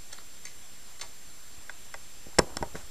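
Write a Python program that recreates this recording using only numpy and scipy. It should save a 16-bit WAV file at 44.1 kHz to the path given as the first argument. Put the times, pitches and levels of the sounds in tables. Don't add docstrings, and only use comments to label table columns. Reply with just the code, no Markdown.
import sys
import numpy as np
from scipy import signal
from scipy.fft import rfft, irfft
from scipy.io import wavfile
from scipy.ndimage import uniform_filter1d

SR = 44100
rng = np.random.default_rng(int(sys.argv[2]) if len(sys.argv) > 2 else 0)


def wav_record(signal):
    frames = np.transpose(np.atleast_2d(signal))
    bounded = np.clip(frames, -1, 1)
    quanta = np.round(bounded * 32767).astype(np.int16)
    wavfile.write(sys.argv[1], SR, quanta)


N = 127890


def amp(db):
    return 10 ** (np.asarray(db, float) / 20)


def evened(x):
    return x / np.sqrt(np.mean(x ** 2) + 1e-20)


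def read(points, hz):
    f, value = np.transpose(points)
    return np.interp(np.log(hz + 1), np.log(f + 1), value)


def coloured(x, points):
    return evened(irfft(rfft(x) * amp(read(points, np.fft.rfftfreq(N, 1 / SR))), N))


def curve(rows, column=1):
    rows = np.array(rows)
    return amp(np.interp(np.arange(N) / SR, rows[:, 0], rows[:, column], left=-120))


def add(mix, start_s, sound):
    part = mix[round(start_s * SR):][:len(sound)]
    part += sound[:len(part)]


def around(modes, hz, octaves):
    distance = np.log2(np.array(modes)[:, 0] / hz)
    share = np.exp(-.5 * (distance / max(octaves, .05)) ** 2)
    return share / np.linalg.norm(share)


def dying(colour, t60_s, rise_s):
    t = np.arange(SR // 2) / SR
    noise = coloured(rng.standard_normal(N), colour)[:len(t)]
    tail = noise * amp(-60 * t / t60_s) * np.minimum(t / rise_s, 1)
    return tail / np.linalg.norm(tail)


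# frequency in Hz, relative level in dB per Hz.
HISS_ALIKE = [(5.9, -36), (10, -11.5), (18, -8.5), (33, -22.5), (60, -21.5), (113, -27), (442, -31.5),
              (499, -31.5), (810, -32.5), (6370, -32.5), (7190, -34.5), (7870, -35), (14000, -40)]
# frequency in Hz, relative level in dB per Hz.
HISS_OPPOSITE = [(1880, -93), (3200, -69), (3360, -40.5), (3690, -61), (3780, -68), (4100, -18),
                 (7190, 0.5), (7880, -0.5), (14000, -0.5)]
HISS_ALIKE_DB, HISS_OPPOSITE_DB = -51, -55
HISS_PATCH_DB = 1.1


def hiss(points, level_db):
    noise = coloured(rng.standard_normal(N), [(0, -100)] + points)
    z = signal.stft(noise, nperseg=1024, noverlap=768)[2]
    patches = uniform_filter1d(rng.standard_normal(z.shape), size=12, axis=0)
    patches = evened(uniform_filter1d(patches, size=10, axis=1))
    wavering = signal.istft(z * amp(HISS_PATCH_DB * patches), nperseg=1024, noverlap=768)[1][:N]
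    return amp(level_db) * evened(wavering)


WHINE_HZ, WHINE_DB = 7440.4, -58.5
WHINE_LEAD = .5


def whine():
    turn = 2 * np.pi * WHINE_HZ * np.arange(N) / SR
    lead = np.array([[WHINE_LEAD], [-WHINE_LEAD]])
    return np.sqrt(2) * amp(WHINE_DB) * np.sin(turn + lead) / np.cos(WHINE_LEAD)


def resonate(x, hz, width_hz):
    pole = np.exp((2j * np.pi * hz - np.pi * width_hz) / SR)
    once = signal.lfilter([1 - abs(pole)], [1, -pole], x)
    return 2 * signal.lfilter([1 - abs(pole)], [1, -pole], once).real


# start in seconds, thud peak in dB, dull peak in dB,
# dull centre in Hz, bright peak in dB, bright centre in Hz, bright spread in octaves,
# time in seconds for the rattle to fall 60 dB.
TRAY_CLICKS = [(0.118, -60, -50, 2710, -45, 4400, .25, 0.036),
               (0.127, -43, -41.5, 1600, -32, 5900, 0.68, 0.039),
               (0.1819, -40.5, -45.5, 1650, -41, 4000, 0.23, 0.014),
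               (0.1854, -56, -40.5, 1720, -45, 4100, .2, 0.027),
               (0.453, -45, -37, 2050, -30, 6300, 0.25, 0.016),
               (.456, -58, -46, 2200, -39, 4600, 0.14, .025),
               (.468, -52, -41.5, 2200, -42, 4970, 0.35, 0.053), (.479, -57, -46, 2240, -50, 5000, .5, .02),
               (0.9953, -48, -43, 1900, -36, 5240, 0.59, 0.028),
               (1.0121, -37, -40.5, 2320, -26, 4100, 0.45, 0.017),
               (1.0149, -45, -39.5, 2360, -25, 5500, 0.83, 0.027),
               (1.022, -39.5, -44.5, 1900, -39, 4300, 0.77, 0.093)]
# frequency in Hz, width in Hz, relative level in dB.
TRAY_RING = [(634, 640, 0), (1200, 750, -3), (1650, 800, 1), (2160, 440, 5.5), (2730, 1050, -6),
             (3970, 1300, 6.5), (4460, 1000, 7), (6100, 3000, 0), (6920, 840, 8), (7600, 3000, 0),
             (10100, 1000, -15.5), (12000, 2700, -9)]
# frequency in Hz, relative level in dB per Hz.
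ROOM_COLOUR = [(300, 2), (3000, 0.5), (12000, 0.5)]
ROOM_DB, ROOM_T60_S, ROOM_RISE_S = -8, 0.23, 0.0036
TRAY_DULL_OCT, TRAY_RATTLE = 0.3, 0.47
TRAY_THUD_HZ, TRAY_THUD_OCT, TRAY_THUD_LAG_S = 800, 0.48, 0.00302
SLIP_UNEVEN = 0.55


def tray():
    t, out = np.arange(SR // 8) / SR, np.zeros(N)
    chance = rng.standard_normal((len(TRAY_CLICKS), len(t)))
    for row, slips in zip(TRAY_CLICKS, chance):
        start_s, thud_db, dull_db, dull_hz, bright_db, bright_hz, bright_oct, decay_s = row
        tap = t == 0
        rattle = evened(slips * abs(slips) ** SLIP_UNEVEN) * amp(-60 * t / decay_s)
        drive = tap + TRAY_RATTLE * rattle
        ring = np.array([(-1) ** k * amp(db) * resonate(drive, hz, width_hz)
                         for k, (hz, width_hz, db) in enumerate(TRAY_RING)])
        parts = ((0, dull_db, dull_hz, TRAY_DULL_OCT),
                 (0, bright_db, bright_hz, bright_oct),
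                 (TRAY_THUD_LAG_S, thud_db, TRAY_THUD_HZ, TRAY_THUD_OCT))
        for lag_s, peak_db, hz, octaves in parts:
            click = around(TRAY_RING, hz, octaves) @ ring
            add(out, start_s + lag_s, amp(peak_db) * click / abs(click).max())
    room = dying(ROOM_COLOUR, ROOM_T60_S, ROOM_RISE_S)
    return out + amp(ROOM_DB) * signal.fftconvolve(out, room)[:N]


# time in seconds, rumble in dB, scrape in dB.
RUB = [(1.5, -72, -69), (1.75, -73, -66), (1.9, -75, -85), (1.97, -60, -89), (2.1, -78, -77),
       (2.22, -67, -96), (2.28, -58, -62), (2.34, -63, -84), (2.42, -39, -71), (2.47, -61, -51.5),
       (2.52, -54, -50.5), (2.58, -56, -51.5), (2.66, -45.5, -51.5), (2.72, -54, -62), (2.78, -47, -57),
       (2.83, -65, -69), (2.9, -62, -85)]
# frequency in Hz, relative level in dB per Hz.
RUMBLE_COLOUR = [(4, -9), (15, -7), (40, 4), (100, 1.5), (200, -18), (400, -36)]
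# frequency in Hz, relative level in dB per Hz.
SCRAPE_COLOUR = [(120, -45), (250, 3.5), (500, 2), (1000, -1.5), (1800, -12), (3500, -33)]
# time in seconds, level in dB.
RUSTLE = [(2.74, -77), (2.76, -46.5), (2.81, -52.5), (2.84, -60), (2.88, -83)]
# frequency in Hz, relative level in dB per Hz.
RUSTLE_COLOUR = [(1500, -1.5), (3000, -7.5), (5000, -6.5), (8000, -6), (11000, -16), (14000, -27)]
SCRAPE_GRAIN_DB, RUSTLE_GRAIN_DB = 1.5, 0.5


def fingers():
    rumble, scrape, rustle, grain = rng.standard_normal((4, N))
    grain = evened(uniform_filter1d(grain, size=200))
    rumble = coloured(rumble, RUMBLE_COLOUR)
    scrape = coloured(scrape * amp(SCRAPE_GRAIN_DB * grain), SCRAPE_COLOUR)
    rustle = coloured(rustle * amp(RUSTLE_GRAIN_DB * grain), RUSTLE_COLOUR)
    return curve(RUB, column=1) * rumble + curve(RUB, column=2) * scrape + curve(RUSTLE) * rustle


# start in seconds, ring in dB,
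# struck around Hz, spread in octaves, snap in dB, grip as extra damping of the ring in dB per second.
KNOCKS = [(1.6958, -29.5, 1570, 0.091, -35, 450), (1.6953, -28, 2000, 1.2, -61, 396),
          (1.9413, -26, 1680, 0.65, -28, 900), (1.9423, -33.5, 665, 0.51, -50, 18),
          (1.9457, -34.5, 1900, 0.65, -40, 20), (2.262, -42, 490, 0.51, -70, 300),
          (2.282, -43, 394, 0.38, -70, 297), (2.329, -45.5, 910, 0.26, -70, 295.5),
          (2.345, -44, 1600, 0.73, -70, 100), (2.366, -65, 950, 0.33, -70, 300),
          (2.3854, -9.5, 1450, 1.25, -30, 2494), (2.3864, -10, 594, 0.72, -15, 2500),
          (2.3874, -29, 1500, 0.58, -7, 2500), (2.3878, -16, 1500, .8, -9, 2500),
          (2.3897, -23, 894, 0.29, -4.5, 2500), (2.391, -4.5, 715, 1.2, -4, 2500),
          (2.3921, -12.5, 1600, 0.51, -9.5, 2500), (2.3956, -51, 514, 1.2, -19.5, 500),
          (2.3972, -16, 1200, 0.31, -40, 500), (2.3971, -18.5, 1050, 0.27, -44, 900),
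          (2.4077, -38, 530, 0.43, -51, 300), (2.43, -43, 600, 0.45, -60, 500),
          (2.441, -32.5, 516, 0.65, -60, 400), (2.493, -43, 800, 0.8, -70, 500),
          (2.502, -41, 1000, .25, -70, 500), (2.521, -47, 620, .25, -70, 400),
          (2.54, -44, 1120, 0.23, -70, 500), (2.5696, -31.5, 2500, 0.47, -13.5, 1500),
          (2.5702, -26, 1300, 0.88, -42, 900), (2.6245, -20.5, 785, 0.44, -53, 100),
          (2.6267, -21.5, 910, 0.93, -27, 300), (2.633, -26.5, 610, 0.23, -60, 300),
          (2.648, -43, 800, 0.6, -60, 300), (2.7462, -33.5, 435, 0.26, -47, 498),
          (2.7494, -35, 700, 1.4, -55, 499), (2.7546, -29.5, 1510, .35, -35, 507),
          (2.7551, -35, 420, 0.3, -60, 200), (2.7575, -34, 1050, 0.28, -48, 500),
          (2.787, -41, 627, 0.22, -50, 300)]
# frequency in Hz, relative level in dB, time in seconds to fall 60 dB.
CASE_RING = [(216, -2, 0.052), (317, -3.5, 0.18), (431, -3, 0.063), (554, -4, 0.12), (631, -0.5, 0.037),
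             (776, -1.5, 0.052), (936, -3, 0.068), (1110, -6, 0.044), (1300, -7.5, 0.039),
             (1500, -1.5, 0.045), (1600, 3.5, 0.021), (1900, -1, 0.04), (1998, -0.5, 0.038),
             (2500, -7.5, 0.047), (3456, 0, 0.023)]
# frequency in Hz, relative level in dB,
# time in seconds to fall 60 dB.
CASE_SNAP = [(3450, -9, 0.0055), (4210, -5.5, 0.0066), (5176, -1.5, 0.0082), (5530, -4, 0.0089),
             (7190, -2, 0.0058), (7750, -5.5, 0.0086), (8370, -3.5, 0.0038), (9250, -10, 0.0022),
             (11300, -28, 0.004), (13200, -38, 0.0037)]
# middle in seconds, peak in dB, length in seconds,
# direction as a sign.
PUSHES = [(1.584, -44, 0.0076, -1), (2.27, -35, 0.0021, -1), (2.3861, -16, 0.00077, 1),
          (2.3869, -8.5, 0.00082, -1), (2.391, -1.5, 0.00043, -1), (2.393, -2, 0.0012, -1),
          (2.3938, -5.5, 0.0012, 1), (2.3948, -19, 0.002, 1), (2.567, -32, 0.002, -1),
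          (2.5705, -21.5, 0.00095, -1), (2.5727, -32, 0.001, 1), (2.614, -26.5, 0.0034, 1),
          (2.621, -52, 0.0036, -1), (2.627, -17.5, 0.0013, 1), (2.746, -35, 0.002, -1),
          (2.7502, -36.5, 0.0076, 1), (2.756, -26, 0.0019, 1), (2.839, -40.5, 0.012, -1)]
# frequency in Hz, relative level in dB per Hz.
SHAKE_COLOUR = [(40, -1), (100, 5), (400, -4.5), (900, -4.5), (1600, -13.5), (3000, -10.5), (5000, -16),
                (8000, -18)]
SHAKE_DB, SHAKE_T60_S, SHAKE_RISE_S = -23, 0.17, 0.0027
RING_RISE_S, SNAP_RISE_S = 0.00037, 0.0001
IN_STEP_HZ = 1200


def case():
    t, out = np.arange(SR // 5) / SR, np.zeros(N)

    def mode(hz, db, t60_s):
        return amp(db - 60 * t / t60_s) * np.sin(2 * np.pi * hz * t)

    ring = np.array([(-1) ** (k * (row[0] < IN_STEP_HZ)) * mode(*row) for k, row in enumerate(CASE_RING)])
    ring = ring * (1 - np.exp(-t / RING_RISE_S))
    snap = sum(mode(*row) for row in CASE_SNAP) / 2
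    snap = snap * (1 - np.exp(-t / SNAP_RISE_S))
    for start_s, ring_db, hz, octaves, snap_db, grip_db in KNOCKS:
        struck = around(CASE_RING, hz, octaves) @ ring
        add(out, start_s, amp(ring_db - grip_db * t) * struck + amp(snap_db) * snap)
    for middle_s, peak_db, length_s, direction in PUSHES:
        bend = np.hanning(round(length_s * SR) + 2)
        add(out, middle_s - length_s / 2, np.sign(direction) * amp(peak_db) * bend)
    shake = dying(SHAKE_COLOUR, SHAKE_T60_S, SHAKE_RISE_S)
    return out + amp(SHAKE_DB) * signal.fftconvolve(out, shake)[:N]


# frequency in Hz, side minus mid in dB.
PORTS = [(60, -55), (110, -54), (200, -45), (380, -44), (690, -50), (1280, -26), (2350, -32), (4340, -11),
         (8000, -2.5), (14800, 0)]


def scene():
    hits = tray() + case()
    spectrum = 1j * rfft(hits) * amp(read(PORTS, np.fft.rfftfreq(N, 1 / SR)))
    hits_side = irfft(spectrum, N)
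    mid = hits + fingers() + hiss(HISS_ALIKE, HISS_ALIKE_DB)
    side = hits_side + hiss(HISS_OPPOSITE, HISS_OPPOSITE_DB)
    return np.array([mid + side, mid - side]) + whine()


OVERLOAD = 0.76
EDGE_HZ, OFFSET = 14240, .0118


def record(dry):
    taps = signal.firwin(1023, EDGE_HZ, window=("kaiser", 9), fs=SR)
    rounded = OVERLOAD * np.tanh(dry / OVERLOAD)
    return signal.oaconvolve(rounded, taps[None], "same") + OFFSET


dry = scene()
out = record(dry)
wav_record(out)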